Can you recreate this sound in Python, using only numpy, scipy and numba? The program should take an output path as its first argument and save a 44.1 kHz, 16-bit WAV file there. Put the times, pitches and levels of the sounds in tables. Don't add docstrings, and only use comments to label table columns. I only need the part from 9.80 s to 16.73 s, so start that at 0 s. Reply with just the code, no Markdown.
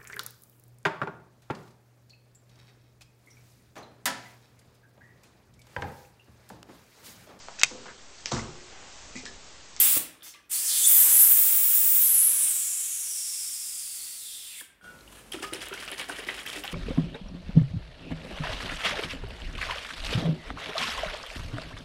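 import sys
import numpy as np
from scipy import signal
from scipy.fft import rfft, irfft, next_fast_len
from scipy.io import wavfile
from numba import njit

SR = 44100
rng = np.random.default_rng(int(sys.argv[2]) if len(sys.argv) > 2 else 0)


def to_wav(s):
    ch = np.atleast_2d(s).T
    pcm = np.round(np.clip(ch, -1, 1) * 32767)
    wavfile.write(sys.argv[1], SR, pcm.astype(np.int16))


def voltage_ratio(decibels):
    exponent = np.asarray(decibels, float) / 20
    return 10 ** exponent


N = 305613
TIME = np.arange(N) / SR
SHAKE_START_S = 5.518


def in_time(rows):
    s, *columns = np.transpose(rows)
    return [np.interp(TIME, s, column) for column in columns]


def rms_one(x):
    return x / np.sqrt(np.mean(x ** 2) + 1e-20)


def coloured(x, spectrum):
    hz, db = np.transpose(spectrum)
    size = next_fast_len(N)
    bins_hz = np.fft.rfftfreq(size, 1 / SR)
    gain = voltage_ratio(np.interp(np.log(bins_hz + 1), np.log(hz), db))
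    gain *= np.minimum(bins_hz / hz[0], 1) ** 3
    return irfft(rfft(x, size) * gain, size)[:N]


def hiss(spectrum):
    return rms_one(coloured(rng.standard_normal(N), spectrum))


def drift(rate_hz):
    r = np.exp(-2 * np.pi * rate_hz / SR)
    noise = rng.standard_normal(N + SR)
    return rms_one(signal.lfilter([1], [1, -2 * r, r * r], noise)[SR:])


def surge(s, db, rise, fall):
    below_db = np.where(TIME < s, rise * (s - TIME), fall * (TIME - s))
    return voltage_ratio(db - below_db.clip(0, 200))


def ring(x, hz, t60):
    r, w = voltage_ratio(-60 / (t60 * SR)), 2 * np.pi * hz / SR
    return signal.lfilter([0, np.sin(w)], [1, -2 * r * np.cos(w), r * r], x + 1e-18)


def click(s, db):
    return voltage_ratio(db) * (np.arange(N) == round(s * SR))


def grains(per_s, spread_db):
    sizes = voltage_ratio(spread_db * np.minimum(rng.exponential(1, N), 5)) * rng.choice([-1, 1], N)
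    return sizes * (rng.random(N) < per_s / SR)


def band_pass(x, low_hz, high_hz):
    edges = [low_hz, min(high_hz, .45 * SR)]
    return signal.sosfilt(signal.butter(2, edges, "band", fs=SR, output="sos"), x)


def blows(rows, contact_s, crack_db):
    size = SR // 4
    out = np.zeros(N + size)
    for s, db, hz, t60 in rows:
        fall = np.exp(-TIME[:size] / min(contact_s, t60 / 2))
        burst = rng.standard_normal(size) * fall / np.sqrt(np.sum(fall ** 2))
        burst[0] += .7
        ringing = ring(burst, hz, np.clip(t60, .001, .35))
        crack = band_pass(burst, hz / 1.34, 1.12 * hz)
        blow = ringing / np.abs(ringing).max() + voltage_ratio(crack_db) * crack / np.abs(crack).max()
        at = round(s * SR)
        out[at:at + size] += voltage_ratio(db) * blow
    return out[:N]


@njit
def moving_resonance(x, r, w):
    y = np.zeros(len(x))
    for i in range(2, len(x)):
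        drive = (1 - r[i] ** 2) / 2 * (x[i] - x[i - 2])
        y[i] = drive + 2 * r[i] * np.cos(w[i]) * y[i - 1] - r[i] ** 2 * y[i - 2]
    return y


# pitch_hz, level_db per Hz
HUM_SPECTRUM = [(35, -40), (60, -7), (120, -12), (250, -11.5), (450, -15), (900, -18.5), (1800, -15.5),
                (3000, -26.5), (6000, -39), (12000, -32.5)]
# pitch_hz, level_db per Hz
AIR_SPECTRUM = [(18, -30.5), (30, -12), (55, -8.5), (237, -6), (369, -8.5), (532, -8.5), (921, -16),
                (1720, -19), (2130, -18), (3070, -21.5), (3490, -23), (11300, -25), (15500, -35)]


def room_floor():
    near_s, near_fade_s = 5.004, 0.04
    hum_db, air_db, mains_far_db, mains_near_db = -67, -53.5, -77, -60
    mains_hz, mains_width_hz = 49.4, 5.7
    close = np.clip((TIME - near_s) / near_fade_s, 0, 1)
    rumble = rms_one(ring(rng.standard_normal(N), mains_hz, 3.1 / mains_width_hz))
    rumble *= voltage_ratio(mains_far_db + close * (mains_near_db - mains_far_db))
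    air = close ** 2 * voltage_ratio(air_db + 0.57 * drift(26)) * hiss(AIR_SPECTRUM)
    return voltage_ratio(hum_db) * hiss(HUM_SPECTRUM) + rumble + air


# pitch_hz, t60_s
ROOM_DECAY = [(200, 1), (1000, 0.78), (4000, 0.44), (9000, 0.29), (15000, 0.22)]


def bathroom(x):
    late_db, late_longer = -27, 1.3
    room_hz, room_t60 = np.transpose(ROOM_DECAY)
    t, tail = TIME[:SR // 2], 0
    for hz in 62.5 * 2 ** np.arange(9):
        t60 = np.interp(np.log(hz), np.log(room_hz), room_t60)
        fall = voltage_ratio(-60 * t / t60) + voltage_ratio(late_db - 60 * t / t60 / late_longer)
        fall = fall * np.clip(t / 0.00035, 0, 1)
        octave = band_pass(rng.standard_normal(len(t)), hz / np.sqrt(2), hz * np.sqrt(2))
        tail = tail + octave * fall / np.sqrt(np.sum(fall ** 2))
    return signal.fftconvolve(x, tail)[:N]


# pitch_hz, level_db per Hz
CLOTH_SPECTRUM = [(1000, 10), (2000, 2), (3000, 8), (4000, 1), (5500, -6), (9500, 5), (16000, -13)]


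def sleeve():
    brush = surge(5.33, -53, rise=272, fall=61) * voltage_ratio(2.8 * drift(30)) * hiss(CLOTH_SPECTRUM)
    return (TIME < SHAKE_START_S) * brush


# pitch_hz, level_db per Hz
TYRE_SPECTRUM = [(80, -11), (150, -3), (300, 2), (450, -4), (700, -2), (1100, -15), (3000, -60)]


def tyre_thump():
    return surge(.17, -42, rise=3000, fall=170) * hiss(TYRE_SPECTRUM)


# start_s, peak_db,
# pitch_hz, t60_s
TOUCHES = [ (.426, -57, 1220, 0.056), (4.8, -40, 3370, 0.019), (0.539, -49, 3700, 0.01),
           (.541, -50, 2600, 0.022), (2.66, -50, 338, 0.026), (4.809, -39.5, 1750, 0.024),
           (4.83, -54, 1570, .25), (4.815, -56, 310, 0.083), (4.813, -55, 510, 0.0094),
           (4.813, -51, 1100, 0.042), (0.59, -55, 1730, 0.027), (5.189, -49, 3400, .004),
           (5.208, -48, 4200, 0.0075), (5.209, -49, 6500, 0.0035), (5.277, -45, 2900, 0.012),
           (5.37, -53, 1710, 0.33), (4.9, -54, 1590, .2), (5.395, -60, 3050, .02),
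           (5.64, -31, 1247, 0.14), (6.3, -32, 930, 0.0097), (6.842, -37, 815, 0.048),
           (.166, -32, 320, .03), (.167, -42, 1150, .05), (.408, -51, 3500, .01), (.423, -42, 3450, .01),
              (.424, -54, 1600, .01), (.547, -52, 1170, .16), (.6, -59, 1170, .12), (.558, -53, 2040, .12),
              (.538, -52, 4100, .015), (.538, -54, 2100, .015), (.546, -56, 2490, .06),
              (.64, -63, 2490, .12)]


def touches():
    return blows(TOUCHES, contact_s=.005, crack_db=-5)


# pitch_hz, level_db, t60_s
SPOKE_MODES = [(1320, -24, .3), (1353, -12, 0.8), (1462, 1, 0.9), (1530, -6, 0.16), (1560, -16, 0.22),
               (2270, -13, 0.5), (2794, -15, 0.33), (3225, -13, 0.36), (3470, -18, 0.23),
               (8600, -11, 0.061)]
# start_s, level_db
SPOKE_PLUCKS = [
    (5.012, -55),
    (5.043, -47),
    (5.063, -48.5),
    (5.078, -52),
    (5.103, -50),
    (5.127, -68),
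]


def spoke():
    free_below_hz = 1400
    plucks = sum(click(s, db) for s, db in SPOKE_PLUCKS)
    damped = voltage_ratio(-700 * np.maximum(TIME - 5.16, 0))
    out = np.zeros(N)
    for hz, db, t60 in SPOKE_MODES:
        mode = voltage_ratio(db) * ring(plucks, hz, np.clip(t60, .05, 1.2))
        out += mode * damped if hz > free_below_hz else mode
    return out


# start_s, slosh_db, hollow_db, spray_db
SHAKE_TURNS = [(5.523, -47, -66, -45.5), (5.543, -40.5, -32, -45.5), (5.628, -37, -33, -40.5),
               (5.734, -40.5, -35, -44), (5.76, -41.5, -58, -63), (5.818, -38.5, -52, -47),
               (5.865, -41.5, -59, -53), (5.928, -40, -45, -57), (5.942, -50, -60, -51),
               (5.98, -48, -58, -55), (6.003, -46, -60, -48.5), (6.028, -43.5, -62, -61),
               (6.082, -43.5, -60, -53), (6.12, -36, -42, -47), (6.181, -43, -58, -42),
               (6.196, -34.5, -40, -48), (6.29, -40.5, -33, -44.5), (6.325, -38.5, -64, -52.5),
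               (6.365, -48, -58, -48), (6.39, -43, -44, -60), (6.42, -45, -58, -66),
               (6.47, -43.5, -48, -49), (6.49, -34.5, -41, -46.5), (6.546, -44, -63, -49.5),
               (6.579, -41, -62, -54), (6.595, -47, -64, -53), (6.664, -40, -69, -45),
               (6.69, -42, -58, -47), (6.732, -38.5, -68, -46), (6.763, -41.5, -34, -46),
               (6.8, -64, -60, -63), (6.842, -37, -57, -48), (6.89, -46.5, -65, -57),
               (6.918, -46, -64, -50)]
# pitch_hz, level_db per Hz
SLOSH_SPECTRUM = [(350, -12.5), (600, -11.5), (712, -17.5), (967, -17), (1880, -4.5), (2060, -5.5),
                  (3110, -0.5), (4600, -10.5), (5980, -37), (10100, -120)]
# pitch_hz, level_db per Hz
SPRAY_SPECTRUM = [(2470, -9), (4200, -9), (5100, -1.5), (6020, -8), (7110, -6.5), (9810, -6), (15100, -23),
                  (15800, -17)]
# pitch_hz, width_hz, level_db
HOLLOW_MODES = [(300, 27, 1), (397, 58, 6), (500, 27, -2.5)]


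def sloshing_liquid():
    slosh_swell, hollow_swell, spray_swell = np.zeros((3, N))
    for s, slosh_db, hollow_db, spray_db in SHAKE_TURNS:
        slosh_swell += surge(s, slosh_db, rise=2198, fall=269)
        hollow_swell += surge(s, hollow_db, rise=2198, fall=269)
        spray_swell += surge(s, spray_db, rise=2198, fall=269)
    drops = grains(3000 * voltage_ratio(4.0 * drift(90)), 1.7)
    dealt = rng.integers(0, 16, N)
    bubbles = sum(ring(drops * (dealt == k), hz, 10.0 / hz)
                  for k, hz in enumerate(np.geomspace(700, 4300, 16)))
    slosh = rms_one(coloured(bubbles, SLOSH_SPECTRUM))
    spray = rms_one(coloured(grains(6000 * voltage_ratio(5 * drift(40)), 3.2), SPRAY_SPECTRUM))
    slaps = grains(400, 0.63)
    hollow = rms_one(sum(voltage_ratio(db) * ring(slaps, hz, 7.8 / width) for hz, width, db in HOLLOW_MODES))
    bed = slosh_swell * slosh + spray_swell * spray + voltage_ratio(-8.0) * hollow_swell * hollow
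    return (TIME > SHAKE_START_S) * bed


# start_s, peak_db, pitch_hz
WALL_KNOCKS = [(5.522, -25, 3240), (5.535, -26, 3300), (5.587, -40, 1370), (5.624, -29, 1500),
               (5.71, -40, 1350), (5.735, -24, 3300), (5.758, -29, 2350), (5.817, -31, 3430),
               (5.928, -27, 1380), (5.976, -31, 2230), (6.026, -34, 3100), (6.078, -23, 2870),
               (6.117, -30.5, 3500), (6.125, -41, 2970), (6.148, -39, 2200), (6.18, -40, 3630),
               (6.197, -23.5, 2280), (6.297, -23.5, 1530), (6.386, -28, 1880), (6.421, -37, 2300),
               (6.488, -18.5, 2000), (6.517, -31, 1950), (6.548, -44, 1560), (6.576, -31, 2720),
               (6.662, -29, 2020), (6.73, -27.5, 3730), (6.759, -35, 2590), (6.837, -27, 2880),
               (6.878, -21, 3190),
               (5.628, -32.5, 810), (5.551, -42, 1520), (5.762, -34, 1500), (5.82, -39, 2600),
             (6.604, -36, 3300), (6.712, -35, 2000), (6.76, -32, 1900), (6.896, -37, 3080),
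             (5.631, -31, 2290), (5.636, -30, 1770), (5.91, -36, 1360), (5.97, -38, 1130),
             (5.993, -32, 3270), (6.08, -36, 1310), (6.19, -34, 2000), (6.212, -34, 2300),
             (6.242, -32, 1710), (6.292, -35, 694), (6.311, -27.5, 1540), (6.491, -42, 750),
             (5.538, -35, 1920), (5.941, -32, 1500), (5.551, -35, 2500), (5.602, -36, 3480),
             (5.729, -31.5, 2200), (5.862, -45, 2730), (6.027, -34, 1230), (6.1015, -36, 2740),
             (6.322, -32, 2700), (6.469, -39, 2164), (6.5, -26, 2000), (6.654, -36, 1750),
             (6.675, -26, 3150), (6.7, -26, 3270), (6.849, -34, 1500), (6.891, -33, 3050),
             (6.926, -36, 2630)]
# start_s, peak_db, pitch_hz
DROPLET_TICKS = [(5.5192, -28, 10800), (5.537, -28.5, 9050), (5.598, -38, 9100), (5.63, -33, 4900),
                 (5.7143, -42, 4730), (5.7358, -22.5, 9700), (5.857, -33, 9340), (5.885, -27, 9700),
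                 (5.9394, -30.5, 5950), (6.002, -32, 5100), (6.0623, -36, 5200), (6.079, -36, 5340),
                 (6.1158, -24, 10100), (6.1805, -32, 5000), (6.213, -31, 9700), (6.2945, -27, 9600),
                 (6.3966, -33, 9500), (6.449, -32, 4630), (6.543, -31, 5100), (6.591, -34, 4960),
                 (6.6337, -33, 9800), (6.6614, -36, 8800), (6.7954, -35, 9700), (6.8387, -35, 5570),
                 (5.626, -32, 7960), (5.747, -30, 5470), (5.798, -40, 9500), (5.807, -31, 5000),
                  (5.939, -36, 11500), (5.976, -37, 4800), (6.052, -34, 9500), (6.095, -43, 5200),
                  (6.103, -34, 9550), (6.143, -36, 9700), (6.212, -39, 5000), (6.243, -32, 4830),
                  (6.334, -38, 9000), (6.478, -36, 11000), (6.543, -45, 12100), (6.602, -35, 8600),
                  (6.662, -32, 13600), (6.728, -41, 9200), (6.803, -35, 8800), (6.84, -31, 14000)]
# start_s, peak_db, pitch_hz
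LIQUID_THUDS = [(5.543, -27.5, 330), (5.57, -32.5, 300), (5.605, -33, 297), (5.75, -32.5, 380),
                (5.785, -36.5, 300), (6.296, -34.5, 300), (6.402, -35, 500), (5.627, -40, 326),
                (5.724, -26.5, 356), (5.914, -31.5, 388), (5.945, -36, 370), (6.103, -39, 570),
                (6.13, -43, 402), (6.187, -40, 565), (6.199, -42, 290), (6.289, -36, 500),
                (6.391, -35, 457), (6.471, -34, 357), (6.662, -43, 360), (6.76, -31.5, 417)]


def bottle_blows():
    knocks = blows([(s, db, hz, 42 / hz) for s, db, hz in WALL_KNOCKS],
                   contact_s=.0012, crack_db=-6)
    ticks = blows([(s, db, hz, 0.0046) for s, db, hz in DROPLET_TICKS],
                  contact_s=.0008, crack_db=-6)
    thuds = blows([(s, db, hz, 33 / hz) for s, db, hz in LIQUID_THUDS],
                  contact_s=0.0024, crack_db=-4.0)
    return voltage_ratio(-2.5) * (knocks + ticks) + voltage_ratio(-5.5) * thuds


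def brief_puff():
    return surge(.541, -54, rise=3000, fall=190) * hiss(SLOSH_SPECTRUM)


# start_s, centre_hz, level_db
EDGE_STAGES = [
    [(0, 11800, -15.5), (.035, 12700, -24), (.06, 16300, -19.5), (.175, 15300, -28.5)],
    [(.437, 6000, -58.5), (.48, 6000, -51.5), (.53, 5800, -64.5)],
    [(.735, 4440, -46.5), (.78, 4650, -45.5), (.815, 5100, -45.5)],
    [(.82, 5700, -46), (.875, 5400, -39), (.9, 4500, -38.5), (.925, 3600, -41), (1.0, 3400, -45),
     (1.035, 3300, -45)],
    [(1.04, 3400, -34), (1.058, 3430, -33)],
    [(1.064, 7960, -30.5), (1.076, 9730, -15)],
    [(1.08, 15000, -22.5), (1.15, 13830, -15), (1.21, 13100, -15), (1.28, 12100, -29.5),
     (1.35, 11500, -19.5), (1.42, 12200, -13), (1.46, 13200, -19), (1.52, 14400, -16), (1.58, 13800, -21.5)],
    [(1.585, 14450, -16.5), (1.65, 15600, -21.5), (1.8, 16030, -21), (1.92, 14700, -23.5),
     (1.95, 14130, -19.5), (2.0, 15930, -21), (2.12, 15360, -20), (2.228, 14300, -19.5)],
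]
# start_s, centre_hz, level_db
SINKING_STAGES = [
    [(2.232, 12140, -21.5), (2.39, 11030, -22), (2.47, 11400, -24.5), (2.56, 10700, -33),
     (2.65, 9150, -31.5), (2.74, 8000, -37), (2.95, 6760, -43)],
    [(2.955, 7500, -44), (3.2, 6200, -46), (3.3, 5800, -45), (3.48, 5350, -45), (3.7, 5300, -48.5),
     (3.9, 5100, -51), (4.05, 4750, -53.5), (4.2, 4600, -54.5), (4.36, 4400, -55.5)],
    [(4.365, 4350, -56), (4.42, 3900, -57), (4.47, 3500, -54), (4.6, 3400, -55.5), (4.68, 3000, -57)],
    [(4.685, 2900, -57), (4.75, 2250, -55.5), (4.808, 2200, -58)],
]
STAGE_WIDTH = [(0.026, 0.13), (0.16, 0.14), (.1, 0.09), (0.2, 0.23), (.04, 0.049), (0.16, 0.049),
               (0.092, 0.14), (0.12, 0.12), (0.082, 0.15),
               (0.1, 0.07), (0.08, 0.15), (0.16, .07)]


def edge_tone():
    lock_s = 0.004
    stages = EDGE_STAGES + SINKING_STAGES
    hz, level_db = in_time([row for stage in stages for row in stage])
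    share_rows, locked = [], np.zeros(N)
    for stage, (share_start, share_end) in zip(stages, STAGE_WIDTH):
        start_s, end_s = stage[0][0], stage[-1][0]
        share_rows += [(start_s, share_start), (end_s, share_end)]
        locked += np.clip(np.minimum(TIME - start_s, end_s - TIME) / lock_s + 1, 0, 1)
    share, = in_time(share_rows)
    locked = np.clip(locked, 0, 1)
    hz = np.clip(hz * (1 + 0.02 * drift(30)), 500, .45 * SR)
    w = 2 * np.pi * hz / SR

    width_hz = np.clip(share, .02, .5) * hz * 2.4
    flutter_db = 0.85 * drift(40) + 0.72 * drift(320)
    tone = locked * rng.standard_normal(N) * voltage_ratio(level_db + flutter_db)
    for _ in range(3):
        tone = moving_resonance(tone + 1e-18, np.exp(-np.pi * width_hz / SR), w)

    pure = share < .06
    wide_hz = np.clip(np.where(pure, 0.2, 1) * hz, 200, 6000)
    shoulder_w = np.minimum(np.where(pure, 2, 1.23) * w, 2.8)
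    low = np.clip((6260 - hz) / 1000, 0, 1)
    shoulder = locked * low * rng.standard_normal(N) * voltage_ratio(level_db + np.where(pure, 4.5, 3.5))
    for _ in range(2):
        shoulder = moving_resonance(shoulder + 1e-18, np.exp(-np.pi * wide_hz / SR), shoulder_w)
    return tone * np.sqrt(SR / width_hz / 0.64) + shoulder * np.sqrt(SR / wide_hz)


# start_s, jet_flow_db, gap (0 narrow, about 1 wide)
VALVE_PUSHES = [
    [(0.0, -22.5, 1.02), (0.156, -31, 0.9), (0.176, -29, 1.15)],
    [(0.436, -57, 1), (0.49, -55, 0.85), (0.51, -67, .5)],
    [(0.704, -45, 0.5), (0.718, -29.5, 0.47), (0.82, -33.5, 0.57), (1.06, -22.5, 0.3), (1.075, -23, 0.53),
     (1.12, -24.5, 0.82), (1.29, -24.5, 0.89), (1.57, -29.5, 0.8), (2.19, -30.5, 0.64), (2.66, -32, 0.65),
     (2.95, -33, 0.01), (3.5, -37.5, 0.04), (4.05, -40, 0.04), (4.21, -42, 0.3), (4.36, -44, 0.17),
     (4.77, -46.5, 0), (4.81, -45.5, 0.4)],
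]
PUSH_THROAT_LIFT = [
    3,
    4,
    -1.32,
]
# pitch_hz, level_db per Hz
JET_SPECTRUM = [(2350, -48.5), (4000, -58), (4290, -41.5), (4550, -29.5), (4920, -14.5), (5390, -12),
                (6630, -3.5), (7370, -3), (9540, 0), (12000, -4.5), (15600, -38), (22000, -120)]
# pitch_hz, level_db per Hz
ROAR_SPECTRUM = [(35, -47.5), (60, -16.5), (372, -7.5), (432, -10.5), (1530, -1), (1680, -1.5),
                 (2200, -0.5), (2860, -15), (4840, -120)]
# pitch_hz, level_db per Hz
THROAT_SPECTRUM = [(1060, -15), (1800, -6.5), (2240, -2), (2760, -0.5), (3290, -1), (4070, -3.5),
                   (4800, -3.5), (6240, -4), (10600, -120)]
# pitch_hz, level_db per Hz
FIZZ_SPECTRUM = [(9000, -21.5), (11500, -6), (13500, -4.5), (14600, -8), (15300, -7), (16500, -24.5)]
# narrow_gap_db over full flow, wide_gap_gain_db, share of flow swing followed
GAP_LAYERS = [
    (-36, 18.5, 0.64),
    (-17.5, 6, 0.67),
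    (-6.5, 11.5, 0.88),
]


def jet():
    full_flow_db = -25
    spectra = (JET_SPECTRUM, ROAR_SPECTRUM, THROAT_SPECTRUM, FIZZ_SPECTRUM)
    core, roar, throat, fizz = [hiss(spectrum) * voltage_ratio(0.95 * drift(27)) for spectrum in spectra]
    out = np.zeros(N)
    for rows, throat_lift_db in zip(VALVE_PUSHES, PUSH_THROAT_LIFT):
        jet_db, gap = in_time(rows)
        inside_s = np.minimum(TIME - rows[0][0] + 0.012, rows[-1][0] - TIME + 0.01)
        gate = np.clip(inside_s / 0.0066, 0, 1) ** 2
        swing_db = jet_db - full_flow_db
        push = 0.75 * voltage_ratio(jet_db) * core
        for (db, wide_db, share), layer in zip(GAP_LAYERS, (roar, voltage_ratio(throat_lift_db) * throat, fizz)):
            push += voltage_ratio(full_flow_db + db + wide_db * gap + share * swing_db) * layer
        out += gate * push
    return out


# pitch_hz, level_db
FIXED_COLOUR = [(40, 3), (2900, -2), (3450, 2), (4100, -1.5), (4600, -0.5), (5000, -1), (5400, 0.5),
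                (6600, -2.5), (7400, 3.5), (9400, 3), (10600, 2), (11200, -2), (12000, -3), (13300, -8),
                (14600, -1.5), (16500, -4)]


def valve():
    return coloured(jet() + edge_tone(), FIXED_COLOUR)


def scene():
    far = valve()
    near = sloshing_liquid() + bottle_blows() + spoke() + sleeve() + touches() + tyre_thump() + brief_puff()
    send = voltage_ratio(-2.5) * far + voltage_ratio(-10) * near
    shift = 1.517 * TIME + 0.29 * drift(0.48)
    wet = bathroom(np.cos(shift) * send) + bathroom(np.sin(shift) * send)
    return np.tile(voltage_ratio(0.5) * far + near + wet + room_floor(), (2, 1))


def top_cut(x):
    return signal.sosfilt(signal.butter(12, 16930, fs=SR, output="sos"), x)


def record(dry):
    rounded = .85 * np.tanh(dry / .85)
    mix = signal.sosfilt(signal.butter(4, 42, "high", fs=SR, output="sos"), rounded)
    mix = signal.sosfilt(signal.ellip(12, .5, 60, 15780, fs=SR, output="sos"), mix)
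    return top_cut(mix)


dry = scene()
out = record(dry)
to_wav(out)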